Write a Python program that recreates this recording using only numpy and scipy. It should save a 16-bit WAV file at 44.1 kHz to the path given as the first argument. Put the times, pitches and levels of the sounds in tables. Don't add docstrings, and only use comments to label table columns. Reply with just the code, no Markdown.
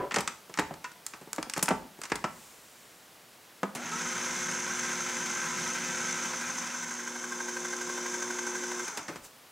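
import sys
import numpy as np
from scipy import signal
from scipy.fft import rfft, irfft
from scipy.io import wavfile
from scipy.ndimage import uniform_filter1d

SR = 44100
rng = np.random.default_rng(int(sys.argv[2]) if len(sys.argv) > 2 else 0)


def output_pcm(signal):
    pcm = np.clip(np.atleast_2d(signal).T, -1, 1) * 32767
    wavfile.write(sys.argv[1], SR, np.round(pcm).astype(np.int16))


N = 419391
TIME = np.arange(N) / SR

ON_S, OFF_S, COAST_S = 3.75, 8.85, .39
BELT_TEETH = 43


def amp(db):
    return 10 ** (np.asarray(db) / 20)


def unit(x):
    return x / np.sqrt(np.mean(x ** 2) + 1e-20)


def at_hz(points, hz):
    f, value = np.transpose(points)
    return np.interp(np.log(hz + 1), np.log(f + 1), value)


def curve(rows):
    return np.interp(TIME, *np.transpose(rows))


def between(on, off, rise, fall):
    opening = np.clip((TIME - on) / rise, 0, 1)
    closing = np.clip((off - TIME) / fall, 0, 1)
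    return opening * closing


def add(mix, s, sound):
    part = mix[max(round(s * SR), 0):][:len(sound)]
    part += sound[:len(part)]


def wander(hz):
    f = np.fft.rfftfreq(N, 1 / SR)
    spectrum = rfft(rng.standard_normal(N)) / (1 + (f / hz) ** 4)
    return unit(irfft(spectrum, N))


def colour(x, points, peaks=(), size=8192):
    f = abs(np.fft.fftfreq(size, 1 / SR))
    power = amp(at_hz(points, f)) ** 2
    for hz, width, db in peaks:
        power = power + amp(db) ** 2 / (1 + ((f - hz) / width) ** 2 * 2) ** 2
    log_gain = np.log(power + 1e-12) / 2
    taps = np.fft.ifft(np.exp(np.conj(signal.hilbert(log_gain)))).real
    return unit(signal.oaconvolve(x, taps[:size // 2])[:N])


def ring(modes):
    t = TIME[:SR // 2]
    return sum(amp(db - 60 * t / t60) * np.sin(2 * np.pi * hz * t) for hz, db, t60 in modes)


def no_deep_bass(x):
    return signal.sosfilt(signal.butter(4, 175, "high", fs=SR, output="sos"), x)


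def room_tone(level_db=-55, side_db=-15):
    # f/Hz, level/dB per Hz
    hiss = [(20, -24), (60, -10), (100, -5), (160, 0), (260, 0), (600, 0), (1000, -1.5), (2000, -3.5),
            (5000, -7.5), (9000, -10), (13000, -11.5), (16000, -13)]
    side_hiss = [(30, -51), (200, -31), (1500, -20), (6000, -35), (9000, -59)]
    mid = colour(rng.standard_normal(N), hiss)
    side = amp(side_db) * colour(rng.standard_normal(N), side_hiss)
    dip = 1 - .5 * between(3.75, 9.1, .02, .02)
    return amp(level_db) * np.array([mid + side, mid - side]) * dip


def kitchen(x, wet_db, side_db):
    # f/Hz, t60/s
    room_t60 = [(150, 0.49), (500, 0.44), (1500, 0.38), (4000, 0.34), (7500, 0.36), (11000, 0.22),
                (16000, 0.21)]
    signs = rng.choice([-1., 1.], (2, SR))
    taps = signs * (rng.random((2, SR)) < 3000 / SR) * np.clip(TIME[:SR] / 0.012, 0, 1)
    hz, t, z = signal.stft(taps, SR, nperseg=256)
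    decay = amp(-60 * t / at_hz(room_t60, hz)[:, None])
    tails = signal.istft(z * decay, SR, nperseg=256)[1]
    tails = tails / np.linalg.norm(tails[0])
    near = rng.standard_normal(SR // 100) * np.exp(-TIME[:SR // 100] / 0.0033)
    near = near / np.linalg.norm(near)
    wet, apart = amp(wet_db) * signal.oaconvolve(x[None], tails, axes=1)[:, :N]
    side = 0.45 * apart + amp(side_db) * signal.oaconvolve(x, near)[:N]
    side = signal.sosfilt(signal.butter(8, 8300, fs=SR, output="sos"), side)
    side = side - 0.55 * signal.sosfilt(signal.butter(1, 600, fs=SR, output="sos"), side)
    return np.array([x + wet + side, x + wet - side])


def rim(db=-30, fade=0.051):
    # f/Hz, width/Hz, level/dB
    rim_peaks = [(396, 63, -4.5), (535, 41, -7), (595, 50, -7), (670, 50, -15), (830, 48, -17),
                 (997, 31, -4.5), (1330, 110, -19)]
    rub_colour = [(60, -24), (300, -11.5), (1500, -21.5), (2500, -34.5), (6000, -53), (16000, -70)]
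    rub = colour(rng.standard_normal(N), rub_colour, rim_peaks)
    return amp(db) * rub * np.exp(-TIME / fade) * between(0, 0.097, 0.00067, .02)


def plastic(after_db=(-10, -11, -17, -22), after_t60=(.11, .10, .06, .035),
            trim_db=(0, -6.8, -2, 3), bowl_db=-15, counter_db=-27):
    # t/s,
    # strength/dB, centre f/Hz, # breadth/octaves to 3 dB down, contact time/s
    hits = [(0.11, -27.0, 1700, 0.63, 0.008), (0.1195, -28.5, 1400, 0.84, 0.005),
            (0.1422, -23.0, 1600, 0.95, 0.0087), (0.1608, -20.5, 1700, 0.9, 0.0043),
            (0.1667, -27.5, 210, 1.9, 0.004), (0.1845, -25, 1300, 1.1, 0.0065),
            (0.206, -32.5, 1700, 1.3, 0.0057), (0.276, -23.0, 2100, 0.8, 0.0045),
            (0.4956, -45.5, 820, 1.4, 0.01), (0.5405, -36.5, 2000, 0.9, 0.00069),
            (0.5742, -29.5, 1600, 0.92, 0.0039), (0.5877, -19, 1190, 0.9, 0.0054),
            (0.5939, -24.5, 770, 1.42, 0.0052), (0.6006, -24.5, 1100, 0.77, 0.0014),
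            (0.708, -37.0, 390, 1.2, 0.0064), (0.7394, -43.5, 1200, 1.3, 0.005),
            (0.843, -31.5, 2000, 0.69, 0.011), (0.9159, -46.5, 1700, 1.0, 0.006),
            (1.0645, -35.0, 3800, 1.0, 0.0028), (1.1359, -35.5, 1400, 0.86, 0.011),
            (1.2125, -48, 300, 2.1, 0.016), (1.2738, -47.5, 480, 1.5, 0.004),
            (1.331, -33.5, 2700, 1.24, 0.0014), (1.362, -44, 3400, 1.0, 0.001),
            (1.382, -27.5, 760, 1.0, 0.0075), (1.4278, -31.5, 2000, 1.0, 0.0022),
            (1.467, -42, 150, 1.5, 0.0055), (1.4975, -33.5, 2600, 1.0, 0.0023),
            (1.5369, -29.5, 2500, 0.9, 0.0018), (1.5632, -32, 1400, 1.04, 0.0097),
            (1.571, -30.5, 1400, 1.0, 0.007), (1.5777, -34.0, 880, 2, 0.0034),
            (1.5923, -31.0, 2100, 0.8, 0.0041), (1.6265, -26.5, 2900, 2.1, 0.0074),
            (1.6582, -36.0, 2300, 1.2, 0.002), (1.682, -20.0, 1400, 0.76, 0.011),
            (1.687, -28, 1200, 1.5, 0.003), (1.7067, -21.5, 650, 1.05, 0.011),
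            (1.9873, -46.0, 150, 2.2, 0.0056), (2.0157, -36.5, 2000, 1.06, 0.0018),
            (2.035, -34, 2100, 0.98, 0.0077), (2.0538, -36.5, 2000, 0.9, 0.0059),
            (2.0987, -39.5, 1700, 1.0, 0.011), (2.1185, -19.5, 1090, 0.93, 0.0037),
            (2.1553, -33, 1700, 1.26, 0.0055), (2.241, -22, 1090, 0.9, 0.0088),
            (3.7506, -36, 1500, 1.5, 0.015), (8.88, -37, 1700, 1.2, 0.005),
            (8.9728, -31.5, 1800, 1.14, 0.009), (8.991, -39.0, 1200, 1.0, 0.005),
            (9.0817, -33, 1400, 1.0, 0.011), (9.0909, -35.5, 990, 1.1, 0.015),
            (9.1576, -38.5, 1200, 1.15, 0.012)]
    band_edges = [150, 850, 2800, 9000, 16000]
    # f/Hz, level/dB, t60/s
    bowl_modes = [(164, 2, 0.14), (200, 3.5, 0.085), (242, -4.5, 0.28), (343, -8, 0.11), (460, -5.5, 0.17),
                  (607, 0, 0.13), (690, -2, 0.1), (796, -26, 0.12), (883, 7, 0.26), (1017, 4, 0.079),
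                  (1124, -28, 0.33), (1172, 0, 0.23), (1344, 7, 0.16), (1545, 3.5, 0.14), (1850, -24, .14),
                  (2090, -4, 0.23)]
    # f/Hz, level/dB per Hz
    shell = [(120, -6.5), (200, 3), (300, 3.5), (600, -5), (1400, 2), (2100, 0.5), (3000, -4.5), (4300, 2),
             (5500, 5.5), (7500, 4), (8700, -2), (11000, -10), (16000, -20)]
    t, out = TIME[:SR // 4], np.zeros(N)
    edges = np.array([band_edges[:-1], band_edges[1:]]).T
    bands = [signal.butter(4, pair, "band", fs=SR, output="sos") for pair in edges]
    band_hz = np.sqrt(edges.prod(axis=1))
    buzz = colour(rng.standard_normal(N), shell)
    counter = signal.butter(2, [45, 110], "band", fs=SR, output="sos")
    for s, db, hz, breadth, contact in hits:
        levels = db - 3 * (np.log2(band_hz / hz) / breadth) ** 2
        noise = buzz[rng.integers(SR, N - SR):][:len(t)]
        for k, band in enumerate(bands):
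            crunch = np.exp(-t / max(contact, 1e-4))
            after = amp(after_db[k] - 60 * t / after_t60[k])
            part = signal.sosfilt(band, noise * (crunch + after))
            add(out, s, amp(levels[k] + trim_db[k]) * part / np.std(part[:SR // 100]))
        thud = unit(signal.sosfilt(counter, noise)) * np.exp(-t / 0.072)
        add(out, s, amp(levels[0] + counter_db) * thud)
    bowl = ring(bowl_modes)
    bowl = bowl / np.linalg.norm(bowl) * np.sqrt(band_edges[2] / SR)
    return out + amp(bowl_db) * 2 * signal.oaconvolve(out, bowl)[:N]


def latch_tab(at_s=0.845, db=-36.5):
    # f/Hz, level/dB, t60/s
    tab_modes = [(997, 2.5, 0.14), (1443, 0, 0.1), (1860, -5, 0.086), (2080, -13, .08), (2660, -5, 0.089)]
    out = np.zeros(N)
    add(out, at_s, amp(db) * ring(tab_modes))
    return no_deep_bass(out)


def swishes():
    # t/s, half length/s, level/dB
    rubs = [(2.405, 0.15, -58), (2.722, 0.39, -61), (9.253, 0.019, -47.5)]
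    air_colour = [(100, -7), (1000, -1), (4000, -6.5), (7500, 3), (11000, -7), (16000, -9)]
    air = colour(rng.standard_normal(N), air_colour)
    return air * sum(amp(db) * np.exp(-((TIME - s) / length) ** 2) for s, length, db in rubs)


def start_button(at_s=3.632, base_db=-28.5, click_db=-19.5, click_fade_s=.0095):
    # f/Hz, level/dB, t60/s
    base_modes = [(202, 0.5, 0.15), (371, -1.5, 0.051), (503, -13, 0.065), (660, -9, .08), (895, -15, .07),
                  (1260, -7, .05), (1650, -22, .04), (2010, -4, .04)]
    # f/Hz, level/dB per Hz
    click_colour = [(100, -7), (350, 7), (550, 1), (900, 1), (1400, -8), (2300, -14), (4400, -31),
                    (7300, -25), (10000, -45), (16000, -52)]
    out, t = np.zeros(N), TIME[:SR // 10]
    click = colour(rng.standard_normal(N), click_colour)[-len(t):] * np.exp(-t / click_fade_s)
    add(out, at_s, amp(click_db) * click)
    add(out, at_s, amp(base_db) * ring(base_modes))
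    return no_deep_bass(out)


def liquid_share(start_s=6.1, takes_s=1.15, before=0.0502, after=.92):
    done = np.clip((TIME - start_s) / takes_s, 0, 1)
    return np.clip(before + (after - before) * done, 0, 1)


def drive_speed(spin_up_s=.37, kick_lead_s=.045, coast_power=1.2, chunk_drag=.013):
    to_go = 1 - np.clip((TIME - ON_S + kick_lead_s) / spin_up_s, 0, 1)
    coasted = np.clip((TIME - OFF_S) / COAST_S, 0, 1)
    drag = 1 - chunk_drag * (1 - liquid_share())
    return (1 - to_go ** 2) * (1 - coasted ** coast_power) * drag


def hum(low_db=-49.5, inrush_db=3, fourth_db=-13, waver=0.08, pulse_hz=120):
    # t/s, level/dB
    third_line = [(3.9, -57), (4.05, -50.5), (5.3, -49), (6.3, -51), (6.62, -66), (7.05, -52), (7.6, -44.3),
                  (8.84, -42)]
    low, high = low_db + inrush_db * (1 - drive_speed()), curve(third_line)
    lines = 0
    for k, db in enumerate([low, high, high + fourth_db], 2):
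        phase = 2 * np.pi * k * pulse_hz * TIME + 0.17 * wander(11)
        lines = lines + amp(db) * (1 + waver * wander(23)) * np.sin(phase)
    return np.sqrt(2) * lines * between(ON_S, OFF_S + .008, 0.011, 0.02)


def belt(teeth, slap, speed, orders_db=(-12, -8.5, -7, -16, -21), slip=.055, rasp=.5, slap_db=-7):
    # f/Hz, width/Hz, level/dB
    housing_peaks = [(985, 55, -6.5), (1557, 87, 1.5), (1976, 230, -12.5)]
    turns = teeth + slip * wander(39)
    whine = 0
    for k, db in enumerate(orders_db, 1):
        fuzz = 1 + rasp * (wander(31) + 1j * wander(33))
        whine = whine + amp(db) * (fuzz * np.exp(2j * np.pi * k * turns)).real
    slap_colour = [(100, -53), (1500, -23), (8000, -61)]
    housing = colour(rng.standard_normal(N) * slap, slap_colour, housing_peaks)
    ping = sum(amp(db) * np.cos(2 * np.pi * hz * TIME + wander(29)) for hz, width, db in housing_peaks)
    knock = amp(slap_db) * housing + 1.7 * np.maximum(slap - 1, 0) * ping
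    return whine * np.sqrt(slap) + knock * speed ** 4


def hub(teeth, slap, level_db=0.0, bite=0.35, flicker_db=1.62, throb=0.07):
    # f/Hz, width/Hz, level/dB
    metal_peaks = [(3080, 67, -12), (3540, 190, -14), (5170, 71, -13), (5780, 74, -8), (6090, 130, -1.5),
                   (6387, 64, 1.5), (6460, 70, -3), (6670, 110, -9), (7480, 240, -11.5), (11200, 330, -28)]
    # f/Hz, level/dB per Hz
    metal_hiss = [(2000, -52), (4300, -27.5), (5300, -11.5), (6400, -8.5), (7600, -15), (8700, -19),
                  (10000, -23), (12000, -45), (14500, -36), (16000, -64)]
    pulses = 1 + bite * np.cos(2 * np.pi * teeth)
    wobble = 1 + throb * np.cos(2 * np.pi * teeth / BELT_TEETH * 3)
    flicker = amp(flicker_db * wander(110))
    rasp = rng.standard_normal(N) * pulses * wobble * flicker * slap ** 0.26
    return amp(level_db) * colour(rasp, metal_hiss, metal_peaks)


def churn(slap, liquid, chunks_db=-2, puree_db=-3.5, slosh_db=-20.5, liquid_slosh_db=-4,
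          splats_per_s=700, splat_spread_db=2.5, wash=0.3):
    # f/Hz, level/dB per Hz
    chunk_colour = [(30, -23), (90, -14), (170, 5), (280, -2), (420, -5.5), (680, -6), (950, 2.5),
                    (1150, -5), (1340, 8), (1750, 0.5), (2100, 4), (2800, -4), (4300, -8), (16000, -26.5)]
    # f/Hz, level/dB per Hz
    puree_colour = [(30, -36), (90, -17), (190, -3.5), (320, 2.5), (450, -3.5), (680, -2.5), (950, 7.5),
                    (1180, 1.5), (1500, 8), (1800, -1), (2200, 2), (2800, -6.5), (4200, -8.5), (16000, -23)]
    sizes = amp(splat_spread_db * np.minimum(rng.exponential(1, N), 4))
    splats = rng.standard_normal(N) * sizes * (rng.random(N) < splats_per_s / SR)
    between_splats = wash * rng.standard_normal(N) * amp(2 * wander(64))
    chunks = colour(splats + between_splats, chunk_colour)
    puree = colour(rng.standard_normal(N) * slap ** .55, puree_colour)
    fruit = amp(chunks_db) * np.sqrt(1 - liquid) * chunks + amp(puree_db) * np.sqrt(liquid) * puree
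    slosh_colour = [(30, -32), (100, -20.5), (150, 5), (200, 16.5), (280, -30), (800, -54)]
    slosh = colour(rng.standard_normal(N) * amp(2.9 * wander(25)), slosh_colour)
    tumble_db = 4 * np.exp(-((TIME - 4.0) / .06) ** 2)
    return fruit + amp(slosh_db + liquid_slosh_db * liquid + tumble_db) * slosh


def machine(slap_width=0.075, belt_db=-3.3, belt_power=.55, hub_power=1.9, fling_power=0.6):
    # t/s, level/dB
    effort_db = [(4.0, -36.5), (6.1, -36.5), (7.13, -41), (8.03, -38), (8.75, -39)]
    teeth_per_s, seam_s = 525, 8.063
    slap_chunks, slap_puree = .6, 2.8
    coast_db = -1.5
    speed, liquid = drive_speed(), liquid_share()
    teeth = np.cumsum(teeth_per_s * speed) / SR
    loop = (teeth - np.interp(seam_s, TIME, teeth)) / BELT_TEETH
    stiff_spot = np.exp(-(((loop + .5) % 1 - .5) / slap_width) ** 2)
    slap = 1 + (slap_chunks + (slap_puree - slap_chunks) * liquid) * stiff_spot
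    slap = slap / np.sqrt(uniform_filter1d(slap ** 2, size=SR // 4))
    whine = amp(belt_db) * belt(teeth, slap, speed) * speed ** belt_power
    drive = whine + hub(teeth, slap) * speed ** hub_power
    fling = speed ** (fling_power + .5 * liquid)
    effort = amp(curve(effort_db) + coast_db * np.clip((TIME - OFF_S) / 0.063, 0, 1))
    return effort * (drive + churn(slap, liquid) * fling) * between(ON_S, OFF_S + COAST_S, 0.017, 0.03)


def squelches(count=70, db=-44, spread_db=-0.5, length=0.01294, glide=0.0995):
    # t/s, f/Hz, level/dB
    biggest = [(3.935, 1300, -33), (3.962, 1350, -41), (3.97, 2040, -45), (4.265, 1420, -40)]
    when, pitch, size = rng.random((count, 3)).T
    small_db = db + spread_db * (2 * size - 1) - 5 * pitch
    small = zip(3.9 + 2.9 * when, 950 * 2.9 ** pitch, small_db)
    t, out = TIME[:SR // 10] - .05, np.zeros(N)
    for s, hz, level in [*biggest, *small]:
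        slope = rng.uniform(-0.3, 0.3) * t / length
        jitter = 0.37 * unit(uniform_filter1d(rng.standard_normal(len(t)), size=60))
        bend = 1 + glide * (slope + jitter)
        note = np.sin(2 * np.pi * hz * np.cumsum(bend) / SR)
        add(out, s + t[0], amp(level) * np.exp(-(t / length) ** 2) * note)
    return out


def scene():
    handling = plastic() + rim() + latch_tab() + start_button()
    knocks = kitchen(handling, wet_db=-12, side_db=-18.0)
    running = kitchen(machine() + squelches() + swishes(), wet_db=-10, side_db=-22)
    return knocks + running + hum() + room_tone()


def record(dry):
    low_pass = signal.firwin(511, 15850, window=("kaiser", 9), fs=SR)
    return signal.oaconvolve(dry, low_pass[None], "same")


dry = scene()
out = record(dry)
output_pcm(out)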